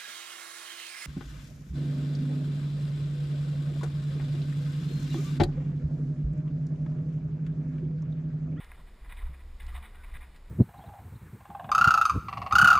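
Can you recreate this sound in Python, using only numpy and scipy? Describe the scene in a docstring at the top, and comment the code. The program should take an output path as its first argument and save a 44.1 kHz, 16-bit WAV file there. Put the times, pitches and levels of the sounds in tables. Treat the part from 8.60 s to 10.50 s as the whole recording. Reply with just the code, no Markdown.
"""Tyres scuff and creak close by, in short grainy bursts over a deep rumble: a mountain bike rolls over
a slatted wooden ramp and on along a log. The microphone rides on the helmet, shut in a camera case
that rings with the friction of tyres and gear. Two drops land as soft thumps and the wood gives a few
hollow knocks; the bike ticks and rubber squeaks faintly. The recorder holds its samples at a low rate,
which mirrors everything into a thin treble sheen."""
import sys
import numpy as np
from scipy import signal
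from scipy.fft import rfft, irfft
from scipy.io import wavfile
from scipy.ndimage import uniform_filter1d

SR = 44100
rng = np.random.default_rng(int(sys.argv[2]) if len(sys.argv) > 2 else 0)


def file_out(sig):
    """Save sig as 16-bit WAV at sys.argv[1]."""
    # one column per channel
    cols = np.atleast_2d(sig).T
    # limit, then scale
    lim = np.clip(cols, -1, 1)
    pcm = np.round(lim * 32767).astype(np.int16)
    wavfile.write(sys.argv[1], SR, pcm)


N = 83790
TIME = np.arange(N) / SR

# Colours of the air, a wide wash and the helmet rumble. Each row: frequency in Hz, relative density in dB.
AIR_SPECTRUM = [(80, 6.5), (140, 7), (220, 2.5), (320, -0.5), (550, -3), (1000, -9), (2000, -13),
                (3000, -16), (4500, -18), (5500, -15.5)]
WASH_SPECTRUM = [(150, -13.5), (500, 8.5), (2000, -5), (4500, 7), (6000, -5.5), (7500, 3.5), (9000, -12.5),
                 (10500, -24), (15000, -38)]
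RUMBLE_SPECTRUM = [(12, -15.5), (25, 0.5), (40, -0.5), (50, -16), (63, -2), (70, -5), (79, -36),
                   (100, -29.5), (200, -56)]
# Shaking of the helmet. Each row: time in seconds, level in dB.
SHAKE_LEVELS = [(0, -49.5), (.25, -47), (.37, -51.5), (.46, -43), (.57, -41), (.68, -50), (.82, -49.5),
                (.86, -42), (1.0, -42), (1.07, -36.5), (1.18, -36.5), (1.25, -50), (1.42, -44),
                (1.5, -42.5), (1.58, -41), (1.72, -53), (1.86, -46.5)]
# Rubber squeaks, and one hum of the tread on the log.
# Each row: start and length in seconds, first and last pitch in Hz.
SQUEAK_GLIDES = [(1.085, .07, 1170, 1210), (1.37, .068, 1550, 1510)]
TREAD_GLIDE = (1.09, .24, 170, 235)
# Ticks from the bike. Each row: start in seconds, level in dB, decay in seconds, low edge in Hz.
BIKE_TICKS = [(0.045, -37.5, 0.00068, 1090), (1.029, -49, 0.0062, 4800), (1.0646, -46.5, 0.0042, 2000),
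              (1.761, -51.5, 0.0094, 2580)]
# Knocks, each on another piece of wood.
# Each row: start in seconds, level in dB, pitch in Hz, time to fall 60 dB in seconds.
WOOD_KNOCKS = [(0.191, -49, 156.5, 0.23), (0.693, -41, 144, 0.12), (1.554, -43, 125, 0.075)]
# Modes of the wood. Each row: multiple of the pitch, gain in dB.
WOOD_MODES = [(.76, -15.5), (1.001, 1), (1.33, -12.5)]
# The wheels drop off an edge. Each row: start in seconds, strength in dB, extra mount ringing in dB.
WHEEL_DROPS = [(0.615, -12, 2), (1.504, -18, -1.5)]
# Resonances of the case around the microphone. Each row: frequency in Hz, width in Hz, gain in dB.
CASE_LOW_MODES = [(731.5, 65, -5), (969, 124, -0.5), (1174, 183, -3), (1425, 120, -4)]
CASE_MID_MODES = [(1644, 60, -1.5), (1793, 205, -1), (1960, 260, 1), (2438, 220, -4.5)]
CASE_TOP_MODES = [(2930, 84, -7), (3495, 346, -9), (3822, 346, -11)]
# Sharp creaks. 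Each row: start in seconds, first slip in dB, extra dB in the low and top case modes.
CREAK_RUNS = [(.043, -34, 7, 2), (.116, -8.5, -3, -13), (.5225, -8, -4, -27), (1.1609, -21, -4, 17.5)]
# Tyre noise between the scuffs. Each row: time in seconds, level in dB.
ROLLING_LEVELS = [(0, -57), (.16, -71), (.34, -68.5), (.5, -64.5), (.68, -64.5), (.86, -68.5), (.97, -69.5),
                  (1.05, -60), (1.14, -61), (1.22, -60), (1.31, -64), (1.41, -64), (1.49, -60), (1.66, -65),
                  (1.8, -71.5), (1.9, -66)]
# Scuffs of tyres and gear.
# Each row: start, hold and fade in seconds, level in dB, extra dB in the low and top case modes.
SCUFF_BURSTS = [(0.0, 0.044, 0.0078, -56.5, -3, 2), (0.089, 0.058, 0.036, -62, -0.5, 0),
                (0.173, 0.046, 0.0055, -66.5, 6.5, 4), (0.266, 0.026, .005, -61.5, -5, -2),
                (0.444, 0.015, 0.0072, -56, -3.5, -9), (.491, 0.036, 0.017, -53, -2.5, 2),
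                (0.564, 0.034, 0.0068, -53, -5, 1), (0.606, 0.022, .004, -57, 5, 0),
                (0.653, 0.02, .013, -60, 4, 0), (0.732, 0.017, 0.0033, -57.5, -1, -9),
                (0.791, .022, 0.0057, -61, -4, -1.5), (0.998, 0.0075, 0.0044, -49, -10, 1.5),
                (1.008, 0.017, 0.015, -57.5, -1, 4), (1.079, 0.017, 0.0083, -54, 0, 0),
                (1.142, 0.026, 0.0048, -48.5, -0.5, 2.5), (1.171, 0.012, .004, -61, 13, 5),
                (1.223, 0.033, 0.018, -52.5, 0, 1.5), (1.344, 0.019, 0.0056, -60, 6, 1),
                (1.434, .012, 0.0046, -49.5, -6.5, -7), (1.537, 0.033, 0.0027, -49.5, -3.5, 0),
                (1.606, 0.022, 0.024, -53, -4, -4), (1.743, .022, 0.0082, -60.5, -3.5, -2)]


def from_db(db):
    return 10 ** (np.asarray(db) / 20)


def unit_rms(x):
    return x / np.sqrt(np.mean(x ** 2) + 1e-20)


def fader(rows):
    """Gain over time, through points of seconds and dB."""
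    return from_db(np.interp(TIME, *np.transpose(rows)))


def butter(x, hz, kind, order=2):
    return signal.sosfilt(signal.butter(order, hz, kind, fs=SR, output="sos"), x)


def noise(spectrum):
    """Noise of rms 1 with the given colour."""
    hz, db = np.transpose(spectrum)
    bin_hz = np.maximum(np.arange(N // 2 + 1) * SR / N, 1)
    colour = from_db(np.interp(np.log(bin_hz), np.log(hz), db))
    return unit_rms(irfft(rfft(rng.standard_normal(N)) * colour, N))


def push(start, length_s):
    """A soft half-sine contact of area 1."""
    shape = np.sin(np.pi * np.clip((TIME - start) / length_s, 0, 1))
    return shape / (shape.sum() + 1e-9)


def ring(x, hz, t60):
    """One mode: a click sets a sine ringing, 60 dB down after t60 seconds."""
    radius = np.exp(-np.log(1000) / (t60 * SR))
    angle = 2 * np.pi * hz / SR
    return signal.lfilter([0, np.sin(angle)], [1, -2 * radius * np.cos(angle), radius ** 2], x + 1e-18)


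def resonate(x, modes):
    """Parallel resonances with alternating signs."""
    out = 0
    for k, (hz, width, db) in enumerate(modes):
        radius = np.exp(-np.pi * width / SR)
        poles = [1, -2 * radius * np.cos(2 * np.pi * hz / SR), radius ** 2]
        gain = (-1) ** k * from_db(db) * (1 - radius ** 2) / 2
        out += gain * signal.lfilter([1, 0, -1], poles, x + 1e-18)
    return out


def camera_case(low, mid, top):
    """The case rings around the microphone in three groups of modes and shuts out the treble."""
    modes = resonate(low, CASE_LOW_MODES) + resonate(mid, CASE_MID_MODES) + resonate(top, CASE_TOP_MODES)
    return butter(modes, 4300, "low", order=12)


def wide_wash(db=-78.5):
    """A faint, wide wash of low-mid noise with a thin hiss above it."""
    return from_db(db) * np.array([noise(WASH_SPECTRUM), noise(WASH_SPECTRUM)])


def air(db=-60):
    """A faint, steady bed of air behind the ride."""
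    return from_db(db) * noise(AIR_SPECTRUM)


def helmet_rumble():
    """Helmet and mount shake the microphone, following the roughness of the ride."""
    shake = noise(RUMBLE_SPECTRUM)
    running_rms = np.sqrt(uniform_filter1d(shake ** 2, size=4000))
    return fader(SHAKE_LEVELS) * shake / running_rms


def glide(start, length, first_hz, last_hz, db, waver_hz, flutter_db=4):
    """A rough, unsteady tone that swells and fades while its pitch slides."""
    progress = np.clip((TIME - start) / length, 0, 1)
    waver, flutter = unit_rms(butter(rng.standard_normal((2, N)), 129, "low"))
    hz = first_hz + (last_hz - first_hz) * progress + waver_hz * waver
    swell = np.sqrt(np.abs(np.sin(np.pi * progress)))
    return from_db(db + flutter_db * flutter) * swell * np.sin(2 * np.pi * np.cumsum(hz) / SR)


def rubber():
    """Rubbing rubber squeaks faintly, and the tread hums on the log with a rising pitch."""
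    squeaks = sum(glide(*row, db=-59.5, waver_hz=48.4) for row in SQUEAK_GLIDES)
    return squeaks + glide(*TREAD_GLIDE, db=-63, waver_hz=8.7)


def bike_ticks(top_hz=8500):
    """Tiny bright bursts from the bike below that die at once."""
    out = 0
    for start, db, decay, low_hz in BIKE_TICKS:
        envelope = from_db(db) * (TIME >= start) * np.exp(-np.abs(TIME - start) / decay)
        out += butter(envelope * rng.standard_normal(N), [low_hz, top_hz], "band")
    return out


def wood_knocks(contact_s=0.0033):
    """A wheel strikes the wood softly and it rings low and hollow."""
    return sum(from_db(db + mode_db) * ring(push(start, contact_s), hz * ratio, t60)
               for start, db, hz, t60 in WOOD_KNOCKS for ratio, mode_db in WOOD_MODES)


def drop_thumps(push_s=0.016, mount_lag_s=0.0193, mount_db=-11.5):
    """Each drop sways the helmet; the mount follows and keeps ringing, right at the microphone."""
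    out = 0
    for start, db, extra_db in WHEEL_DROPS:
        sway = ring(push(start, push_s), hz=36.2, t60=0.0686)
        mount = ring(push(start + mount_lag_s, push_s), hz=64.5, t60=0.52)
        out += from_db(db) * (sway + from_db(mount_db + extra_db) * mount)
    return butter(out, (18, 85), "band", order=3)


def creaks(slip_count=3, gap_s=0.0021, loss_db=6):
    """Quick runs of slips, each weaker than the last, set the case ringing."""
    slips = np.zeros((3, N))
    for start, db, low_db, top_db in CREAK_RUNS:
        for k in range(slip_count):
            at = int((start + gap_s * (k + rng.uniform(-0.12, 0.19))) * SR)
            slips[:, at] += from_db(db - loss_db * k) * from_db([low_db, 0, top_db])
    return camera_case(*slips)


def tyre_scuffs(grains_per_s=2500, spread_db=1.5, smooth_gain=0.68, attack_s=0.0058):
    """Dense friction grains ring in the case, softly while rolling and harder in each scuff."""
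    sizes = from_db(spread_db * np.minimum(rng.exponential(1, N), 4)) * rng.choice([-1, 1], N)
    grains = unit_rms(sizes * (rng.random(N) < grains_per_s / SR))
    friction = grains + smooth_gain * rng.standard_normal(N)
    # Even out chance swells, so rolling and scuffs set the level at the microphone.
    ringing = camera_case(friction, friction, friction)
    friction /= np.sqrt(uniform_filter1d(ringing ** 2, size=600))
    power = (fader(ROLLING_LEVELS) * from_db([[0.5], [0], [0]])) ** 2  # low, mid and top modes
    for start, hold, fade, db, low_db, top_db in SCUFF_BURSTS:
        rise = np.clip((TIME - start) / attack_s + 0.5, 0, 1)
        fall = np.exp(-np.maximum(TIME - start - hold, 0) / fade)
        power += (from_db(db) * rise * fall * from_db([[low_db], [0], [top_db]])) ** 2
    return camera_case(*(friction * np.sqrt(power)))


def scene():
    """The ride is the same in both channels, so it sits dead centre."""
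    ride = tyre_scuffs() + creaks() + bike_ticks() + rubber()
    ride += helmet_rumble() + drop_thumps() + wood_knocks() + air()
    return np.array([ride, ride])


def record(dry, anti_alias_hz=5400, hold_hz=12000, cutoff_hz=15350):
    """Held samples mirror the sound into the treble; a faint wash is added and the top is cut."""
    band_limited = butter(dry, anti_alias_hz, "low", order=14)
    slow = signal.resample_poly(band_limited, hold_hz, SR, axis=1, window=("kaiser", 3))
    steps = np.repeat(slow, 8, axis=1)
    held = signal.resample_poly(steps, SR, 8 * hold_hz, axis=1)[:, :N]
    top_cut = signal.ellip(10, 0.1, 80, cutoff_hz, fs=SR, output="sos")
    return signal.sosfilt(top_cut, held + wide_wash())


dry = scene()
out = record(dry)
file_out(out)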